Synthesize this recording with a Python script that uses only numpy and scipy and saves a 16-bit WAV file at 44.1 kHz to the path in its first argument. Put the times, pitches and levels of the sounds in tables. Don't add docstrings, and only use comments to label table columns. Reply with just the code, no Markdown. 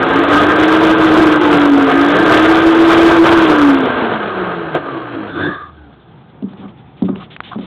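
import sys
import numpy as np
from scipy import signal
from scipy.fft import rfft, irfft, next_fast_len
from scipy.io import wavfile
from scipy.ndimage import uniform_filter1d

SR = 44100
rng = np.random.default_rng(int(sys.argv[2]) if len(sys.argv) > 2 else 0)


def makeup_ratio(level_db):
    decades = np.asarray(level_db, float) / 20
    return 10 ** decades


def unload_audio(sound):
    columns = np.transpose(np.atleast_2d(sound))
    steps = np.round(np.clip(columns, -1, 1) * 32767)
    wavfile.write(sys.argv[1], SR, steps.astype(np.int16))


N = 337800


def noise():
    return rng.standard_normal(N)


def rms_one(x):
    return x / np.sqrt(np.mean(x ** 2) + 1e-20)


def in_time(rows):
    s, *columns = np.transpose(rows)
    t = np.arange(N) / SR
    gate = np.clip(np.minimum(t - s[0] + .03, s[-1] + .03 - t) / .03, 0, 1)
    return [np.interp(t, s, c) for c in columns] + [gate]


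def swell(s, half):
    near = slice(max(int((s - 3 * half) * SR), 0), int((s + 3 * half) * SR))
    return near, np.exp(-((np.arange(N)[near] / SR - s) / half) ** 2)


def drift(rate):
    r = np.exp(-80 * np.pi * rate / SR)
    slow = signal.lfilter([1], [1, -2 * r, r * r], rng.standard_normal(N // 40 + 2002))[2000:]
    return np.interp(np.arange(N) / 40, np.arange(len(slow)), rms_one(slow))


def colour(x, spectrum):
    size = next_fast_len(N)
    hz, level_db = np.transpose(spectrum)
    bin_hz = np.arange(size // 2 + 1) * SR / size
    gain = makeup_ratio(np.interp(np.log(bin_hz + 1), np.log(hz), level_db, right=-120))
    return rms_one(irfft(rfft(x, size) * gain, size)[:N])


def ring(x, hz, t60):
    r, w = makeup_ratio(-60 / (t60 * SR)), 2 * np.pi * hz / SR
    return signal.lfilter([0, np.sin(w)], [1, -2 * r * np.cos(w), r * r], x + 1e-18)


def grains(per_s, spread_db):
    sizes = makeup_ratio(spread_db * np.minimum(rng.exponential(1, N), 5)) * rng.choice([-1, 1], N)
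    return rms_one(sizes * (rng.random(N) < per_s / SR))


def add_hit(out, s, peak_db, body):
    at = round(s * SR)
    body = body[:N - at]
    out[at:at + len(body)] += makeup_ratio(peak_db) * body / np.abs(body).max()


# (frequency [Hz], level [dB per Hz])
ROOM_SPECTRUM = [(15, -56.5), (25, -24), (151, -2.5), (307, -15.5), (399, -17), (614, -25.5), (763, -15.5),
                 (850, -17.5), (989, -25.5), (3320, -39), (4400, -56.5), (5720, -83), (9680, -120)]


def room_tone():
    return makeup_ratio(-43 + 1.5 * drift(5.1)) * colour(noise(), ROOM_SPECTRUM)


def kitchen(x):
    t60_s, level_db = .18, -17
    t = np.arange(int(.4 * SR)) / SR
    tail = rng.standard_normal(len(t)) * makeup_ratio(-60 * t / t60_s) * (t > .004)
    tail = signal.lfilter([1], [1, -.6], tail)
    return x + makeup_ratio(level_db) * signal.fftconvolve(x, tail / np.sqrt(np.sum(tail ** 2)))[:N]


# (time [s], motion [dB])
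JAR_MOTION = [(6.3, -50), (6.556, -43.5), (6.662, -40), (6.794, -57), (6.964, -48), (7.15, -37),
              (7.244, -45), (7.38, -51.5), (7.66, -37)]
# (time [s], length [s], level [dB])
LID_SWIPES = [(6.48, 0.064, -56), (6.568, 0.058, -51), (6.627, 0.031, -57), (6.676, 0.03, -51),
              (6.767, 0.039, -54), (6.854, 0.092, -69), (6.965, 0.051, -53), (7.044, 0.025, -44.5),
              (7.08, 0.03, -53), (7.148, 0.047, -49), (7.198, 0.057, -41.5), (7.301, 0.05, -40.5),
              (7.408, 0.012, -48), (7.431, 0.074, -38), (7.511, 0.046, -46), (7.578, 0.02, -45),
              (7.605, 0.065, -43.5)]


def carry():
    motion_db, on = in_time(JAR_MOTION)
    slosh = colour(noise(), [(300, 6), (700, -2.5), (1250, -2.5), (1800, -17.5), (2500, -24)])
    grip = colour(noise(), [(90, -14), (170, 2.5), (280, -4), (400, -2.0), (600, -14)])
    fine = .4 * grains(2500, spread_db=2.1) + noise()
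    rustle = colour(fine, [(1200, -8), (2000, -6.5), (2900, -3.5), (3500, 0.0), (4000, -9.5), (4800, -26)])
    t = np.arange(N) / SR
    pressure = on * makeup_ratio(-62)
    for s, length, level_db in LID_SWIPES:
        onset, release = (t - s) / 0.0056, (s + length - t) / 0.026 + .5
        pressure += makeup_ratio(level_db) * np.clip(np.minimum(onset, release), 0, 1)
    return on * makeup_ratio(motion_db) * (makeup_ratio(-2) * grip + makeup_ratio(2.5) * slosh) + pressure * rustle


# (time [s], peak [dB], length [s])
CAP_SHAKES = [(6.629, -31.5, 0.03), (7.082, -22, 0.016), (7.125, -41, 0.018), (7.196, -29.5, .02),
              (7.217, -26, 0.015), (7.514, -17, 0.022), (7.546, -24, 0.011)]
# (frequency [Hz], level [dB], t60 [s])
CAP_MODES = [(746, -5.5, 0.086), (1100, 1, 0.024), (1267, -1.5, 0.049), (1480, -4, 0.021)]


def chatter():
    out = np.zeros(N)
    t = np.arange(SR // 10) / SR
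    for s, peak_db, length in CAP_SHAKES:
        taps = rng.standard_normal(len(t)) * (rng.random(len(t)) < 1500 / SR) * (t < length)
        taps[0] = 1.7
        body = sum(makeup_ratio(db) * ring(taps, hz, t60) * (-1) ** k for k, (hz, db, t60) in enumerate(CAP_MODES))
        add_hit(out, s, peak_db, body)
    return out


# (time [s], peak [dB], frequency [Hz], puff t60 [s], ring t60 [s])
LID_TICKS = [(6.534, -25, 800, 0.0062, 0.0033), (7.024, -28, 3650, .008, 0.0023),
             (7.159, -19, 900, .006, .002), (7.158, -28, 2800, .008, 0.0098),
             (7.3638, -16, 2400, 0.0091, 0.002), (7.404, -9, 1380, 0.0044, 0.004),
             (6.424, -39, 3000, .012, .003), (7.3665, -27, 2300, .008, .002),
             (7.4042, -17, 2200, .003, .0015), (7.4075, -32, 1500, .01, .003),
             (7.586, -31, 2400, .012, .001), (3.1, -9, 1900, .01, 0.0022)]


def ticks():
    out = np.zeros(N)
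    t = np.arange(SR // 12) / SR
    for s, peak_db, hz, puff_t60, ring_t60 in LID_TICKS:
        puff = 0.24 * rng.standard_normal(len(t)) * makeup_ratio(-60 * t / np.clip(puff_t60, .001, .1))
        puff[0] = 1
        add_hit(out, s, peak_db, ring(puff, hz, np.clip(ring_t60, .0005, .05)))
    return out


def blows(events, low_modes, high_modes, contact_s, rebound):
    out = np.zeros(N)
    push = np.hanning(int(contact_s * SR) + 3)
    width = len(push)
    push /= push.sum()
    for s, peak_db, bright_db, ring_factor in events:
        soft, edge = np.zeros((2, min(SR // 3, N - round(s * SR))))
        soft[:width] = push
        soft[2 * width:3 * width] = rebound * push
        edge[width // 2] = makeup_ratio(bright_db)
        struck = [(soft, *mode) for mode in low_modes] + [(edge, *mode) for mode in high_modes]
        body = np.zeros(len(soft))
        for kick, hz, db, t60 in struck:
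            strength, detune, sign = rng.standard_normal(3)
            mode = ring(kick, hz * (1 + 0.046 * detune), t60 * np.clip(ring_factor, .2, 4))
            body += (np.sign(sign) if rebound else 1) * makeup_ratio(db + 1.5 * strength) * mode
        add_hit(out, s, peak_db, body)
    return signal.sosfilt(signal.butter(4, 140, "high", fs=SR, output="sos"), out)


# (time [s], peak [dB], brightness [dB], ring factor [ratio])
JAR_THUDS = [(6.422, -15, -9.5, 0.88), (6.438, -9.5, -16, 0.19), (6.467, -23, -12, 1),
             (6.538, -25, -14, 0.59), (6.585, -25.5, -14, 0.7), (6.633, -23, -10, 0.88),
             (6.648, -25.5, -18, 0.94), (7.0195, -1.9, -12, 0.91), (7.035, -4.5, -11, 1),
             (7.05, -10.5, -27, 1), (7.088, -5, -10.5, 0.75), (7.094, -13.5, -16, 1),
             (7.126, -11.5, -13, 0.39), (7.157, -21.5, -28, 0.93), (7.555, -14, -6, 0.44),
             (7.566, -20, -15, 0.55), (7.586, -13, -4, 0.54), (7.606, -24, -21, 0.7), (7.027, -24, -20, .5),
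             (7.622, -30, -20, .6), (6.505, -25, -15, .7)]
# (frequency [Hz], level [dB], t60 [s])
FULL_JAR_MODES = [(191, 3, 0.19), (235, -10.5, 0.03), (291.5, 0, 0.1), (354, 2.5, 0.091), (470, -4, 0.06)]
JAR_WALL_MODES = [(565, -3.5, 0.055), (716, -5, 0.029), (960, -6.5, 0.018), (3540, -18, .015)]


def thuds():
    return blows(JAR_THUDS, FULL_JAR_MODES, JAR_WALL_MODES, 0.00293, rebound=-0.9)


# (time [s], peak [dB], brightness [dB], ring factor [ratio])
SWITCH_SNAPS = [
    (4.7497, -1, 1, 0.63),
    (4.757, -7.5, -6, .7),
    (4.769, -12.5, -7, 1),
]
# (frequency [Hz], level [dB], t60 [s])
BASE_MODES = [(375, -7.5, 0.077), (630, 0.5, 0.13), (500, 3, 0.065), (1130, -9, .06), (1580, -3, 0.065),
              (2470, -14, 0.037), (3180, -22.5, 0.0303)]


def switch_off():
    return blows(SWITCH_SNAPS, BASE_MODES[:3], BASE_MODES[3:], .0002, rebound=0)


def rub(contacts):
    t = np.arange(N) / SR
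    gain = np.zeros(N)
    for s, hold, db, rise, fall in contacts:
        gain += makeup_ratio(db - np.maximum(rise * (s - t), 0) - np.maximum(fall * (t - s - hold), 0))
    return gain


# (time [s], squeal [Hz], squeal level [dB])
SQUEAL = [(5.3, 1520, -33), (5.368, 1408, -27), (5.414, 1573, -21), (5.452, 1610, -20), (5.5, 1705, -28),
          (5.55, 1680, -30), (5.596, 1630, -39.5), (5.655, 1684, -40.5), (5.7, 1610, -58)]
# (hold start [s], hold [s], level [dB], rise [dB/s], fall [dB/s])
JAR_WALL_RUBS = [(5.368, 0.0093, -30, 343, 138), (5.512, 0.11, -29, 340, 152), (5.65, 0.029, -47, 296, 700),
                 (5.44, .03, -46, 298, 302)]
MOTOR_BASE_RUBS = [(5.375, 0.12, -19.5, 260, 450), (5.532, 0.032, -41.5, 300, 300),
                   (5.7, 0.044, -49, 30, 300)]


def lift():
    squeal_hz, squeal_db, on = in_time(SQUEAL)
    slips = grains(2400, spread_db=1.0) + 0.75 * noise()
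    width = signal.butter(2, 85.0, fs=SR, output="sos")
    turn = 2 * np.pi * np.cumsum(squeal_hz) / SR
    squeal = sum(signal.sosfilt(width, slips * f(turn)) * f(turn) for f in (np.sin, np.cos))
    tip = makeup_ratio(-12.0) * rms_one(ring(slips, 3536, 0.021))
    wall = ring(slips, 1210, 0.057) - 0.5 * ring(slips, 1080, 0.024)
    rumble = ring(slips, 167, 0.069) - ring(slips, 286, 0.15)
    rumble += ring(slips, 358.4, 0.12) - .5 * ring(slips, 620, 0.018)
    out = makeup_ratio(squeal_db) * (rms_one(squeal) + tip)
    out += rub(JAR_WALL_RUBS) * rms_one(wall) + rub(MOTOR_BASE_RUBS) * rms_one(rumble)
    return on * out


# (frequency [Hz], level [dB])
MOUNT_RESPONSE = [(41, -70), (72, -45), (115, -39.5), (205, -29), (262, -14.5), (283, -8), (303, -15),
                  (332, -8)]


def unbalance(hz, phase, sway_db):
    mount_hz, mount_db = np.transpose(MOUNT_RESPONSE)
    tone_db = np.interp(np.log(hz), np.log(mount_hz), mount_db) + sway_db
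    waver_db = np.where(hz > 255, 1.2, 2.6) * drift(43)
    return np.sqrt(2) * makeup_ratio(tone_db + waver_db) * np.sin(phase)


# (time [s], multiple [ratio], level [dB], half length [s])
RESONANCE_CROSSINGS = [(0.41, 1.19, -22.5, 0.15), (1.55, 1.17, -15.5, 0.2), (1.997, 1.2, -14.5, 0.12),
                       (4.4, 1.95, -22, 0.075), (2, 4.42, -19.5, 0.055), (4.42, 5.95, -33, .1),
                       (4.61, 2.0, -30.5, 0.13), (4.852, 2.0, -29.5, 0.11), (4.575, 2.52, -29, 0.07),
                       (4.99, 2.5, -28, 0.08), (5.156, 2.45, -28.5, 0.07), (5.19, 2.9, -27, 0.07),
                       (5.24, 1.95, -30, 0.045), (5.85, 4.25, -45, 0.12), (3.988, 1.1, -24, 0.04),
                       (1.23, 1.07, -13, 0.1), (4.89, 8.5, -25.5, 0.068), (5.02, 8.6, -29.5, 0.025),
                       (5.84, 11.4, -52, 0.05), (5.81, 20.8, -50, 0.07), (3.05, 2.05, -23, 0.25),
                       (5.9, 10.6, -49, .03), (6.17, 18.5, -53, 0.05),]
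MORE_CROSSINGS = [(5.74, 44.1, -60, .04), (6.03, 60.5, -62, .03), (6.11, 61.6, -62, .035)]


def multiples(phase, twist):
    out = np.zeros(N)
    shake = .045 * twist
    flutter = makeup_ratio(2.1 * drift(25))
    for s, multiple, level_db, half in RESONANCE_CROSSINGS + MORE_CROSSINGS:
        if s < 3 * half:
            continue
        near, height = swell(s, half)
        tone = np.sin(multiple * (phase[near] + shake[near]))
        out[near] += np.sqrt(2) * makeup_ratio(level_db) * height * flutter[near] * tone
    return out


# (frequency [Hz], level [dB per Hz])
HOUSING_SPECTRUM = [(25, -33), (60, -10), (150, -7.5), (250, -4), (340, 2), (445, 2.5), (520, -0.5),
                    (710, 0.5), (820, -8.5), (1000, -31)]
JAR_SPECTRUM = [(650, -23), (820, -2.5), (1000, 3.5), (1230, 3), (1400, 2.5), (1580, 2), (1750, -7.5),
                (2000, -30), (2400, -35.5)]
HISS_SPECTRUM = [(1500, -25), (1900, 2), (2300, 0), (2700, -2), (3100, -1), (3500, 1.5), (3750, -3),
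                 (4000, -7), (4300, -14), (4800, -26)]


def roar(housing_db, jar_db, hiss_db, vent_db, phase, powered, twist):
    out = np.zeros(N)
    surge = drift(13.6)
    coasting = 1 - powered
    unrest = powered + .7 * coasting
    rattle_db = 1.3 * coasting * twist
    throb = 1 + 0.15 * np.cos(phase)
    bands = (HOUSING_SPECTRUM, housing_db), (JAR_SPECTRUM, jar_db), (HISS_SPECTRUM, hiss_db)
    for spectrum, level_db in bands:
        churn = noise() + (0.5 * powered + .25 * coasting) * grains(1500, spread_db=5.5)
        waver_db = unrest * (1.05 * surge + 1.05 * drift(18)) + rattle_db
        out += makeup_ratio(level_db + waver_db) * throb * colour(churn, spectrum)
    vent = ring(ring(churn, 3520, 0.0024), 3520, 0.0024)
    return out + makeup_ratio(vent_db + 1.5 * rattle_db + surge) * rms_one(vent)


# (frequency [Hz], width [Hz], level [dB])
BODY_MODES = [(178.3, 46, -18.5), (337.2, 21, -7.5), (445, 30, -10), (738.5, 31, -13.5), (875.7, 34, -14),
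              (1172, 160, -19), (1245, 47, -9.5), (1578.7, 49, -9.5), (1751, 120, -16)]


def body_modes(body_db, powered, speedup):
    out = np.zeros(N)
    for hz, width_hz, level_db in BODY_MODES:
        wall = hz > 1100
        mode = ring(noise(), hz, 3.9 / width_hz)
        waver_db = (1.2 + 2.57 * powered) * drift(3.76) / (1 + wall)
        out += makeup_ratio(body_db + level_db + wall * .08 * speedup + waver_db) * rms_one(mode)
    return out


# (time [s], turns [Hz])
ROTOR_SPEED = [(0.0, 259.5), (0.16, 279.7), (0.44, 299.4), (0.72, 316.5), (0.97, 320.7), (1.44, 302.2),
               (1.91, 270.9), (1.97, 279.4), (2.51, 324.8), (2.82, 331.3), (3.37, 333.2), (3.54, 301.7),
               (3.88, 254.7), (4.3, 197.2), (4.74, 153.7), (5.2, 109.2), (5.56, 87.8), (6.3, 41)]
# (time [s], load [dB])
BLADE_LOAD = [(0, -0.5), (.28, -1.5), (.4, 0.5), (.85, 1.5), (1.3, 0), (1.75, -2.5), (2.2, 1.5), (2.75, 0),
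              (3.0, 2), (3.55, -0.5), (3.72, -2.5), (4.03, -3.5), (4.4, -8.5), (4.7, -11.5), (5.25, -16),
              (5.47, -12.5), (5.65, -34), (6.3, -42)]
# (time [s], churn change [dB], unbalance change [dB], half length [s])
LEVEL_SWELLS = [(0.081, -0.5, -12.5, 0.077), (0.169, -0.5, 5.5, 0.022), (0.236, 0.5, -8, 0.14),
                (2.422, 0.5, 0, 0.025), (1.245, 0, 3, 0.18), (3.96, -0.5, -10.5, 0.095),
                (4.407, 1.5, 3, 0.11), (0.346, 1.5, 4, 0.021), (0.972, -1.5, -3.5, 0.03),
                (1.008, -0.5, 0.5, 0.012), (1.554, 2.5, 1, 0.078), (1.728, -1.5, 2, 0.033),
                (1.904, 1.5, -6.5, 0.027), (2.023, -1, -2.5, 0.099), (2.187, 0.5, -8, 0.026),
                (3.209, -5, 5.5, 0.024), (3.266, 3, -5.5, 0.016), (3.294, 1.5, -3.5, 0.0064),
                (3.333, 3, 1, 0.015), (3.641, 0, 4, 0.074), (3.872, 1.5, -2, 0.034), (4.087, -1, -2, 0.022),
                (3.888, -3.5, -2, .015), (.13, 2.5, 3, .03), (.27, -2, -3, .02), (1.403, -2, 1, .02),
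                (2.355, 1.5, 0.5, 0.058), (3.528, 1.7, 2, 0.046), (1.03, 0.3, 1, 0.056),
                (4.136, 2.5, -0.5, .03), (4.186, -3.5, -5, 0.018), (4.329, -2.5, -9, 0.047),
                (4.761, 10, 1, 0.018), (4.852, -0.5, -15, .05), (5.0, -1, -8, 0.028), (5.33, -7, 1, 0.039),
                (5.42, 2.5, 13, 0.03), (5.574, -0.5, -7, .06), (5.819, -1, 7, .05)]


def motor():
    hz, on = in_time(ROTOR_SPEED)
    load_db, _ = in_time(BLADE_LOAD)
    sway_db = np.zeros(N)
    for s, churn_db, unbalance_db, half in LEVEL_SWELLS:
        near, height = swell(s, half)
        load_db[near] += churn_db * height
        sway_db[near] += unbalance_db * height
    phase = 2 * np.pi * np.cumsum(hz * (1 + .003 * drift(25))) / SR
    twist = drift(60)
    powered = np.clip((hz - 240) / 40, 0, 1)
    speedup = powered * np.clip(uniform_filter1d(np.gradient(hz) * SR, size=SR // 8), -60, 60)
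    housing_db = -15.5 + 0.98 * load_db
    jar_db = -16.5 + load_db - 0.0221 * speedup
    hiss_db = -24.5 + 1.09 * load_db + 0.02 * (np.maximum(hz, 265) - 300)
    vent_db = -39 + 0.55 * load_db
    out = unbalance(hz, phase, sway_db) + multiples(phase, twist)
    out += roar(housing_db, jar_db, hiss_db, vent_db, phase, powered, twist)
    return on * (out + body_modes((housing_db + jar_db) / 2, powered, speedup))


def scene():
    hits = kitchen(switch_off() + thuds())
    return (room_tone() + carry() + chatter() + ticks() + hits + lift() + motor())[None]


def top_cut(x):
    return signal.sosfilt(signal.butter(12, 15790, fs=SR, output="sos"), x)


def record(dry):
    overload = .705
    narrow = signal.sosfilt(signal.butter(3, 64, "high", fs=SR, output="sos"), dry)
    narrow = signal.sosfilt(signal.butter(10, 3950, fs=SR, output="sos"), narrow)
    narrow = signal.sosfilt(signal.ellip(9, .5, 75, 4450, fs=SR, output="sos"), narrow)
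    narrow = narrow * np.clip((N - np.arange(N)) / (.002 * SR), .15, 1)
    mix = np.clip(narrow, -overload, overload)
    return top_cut(mix)


dry = scene()
out = record(dry)
unload_audio(out)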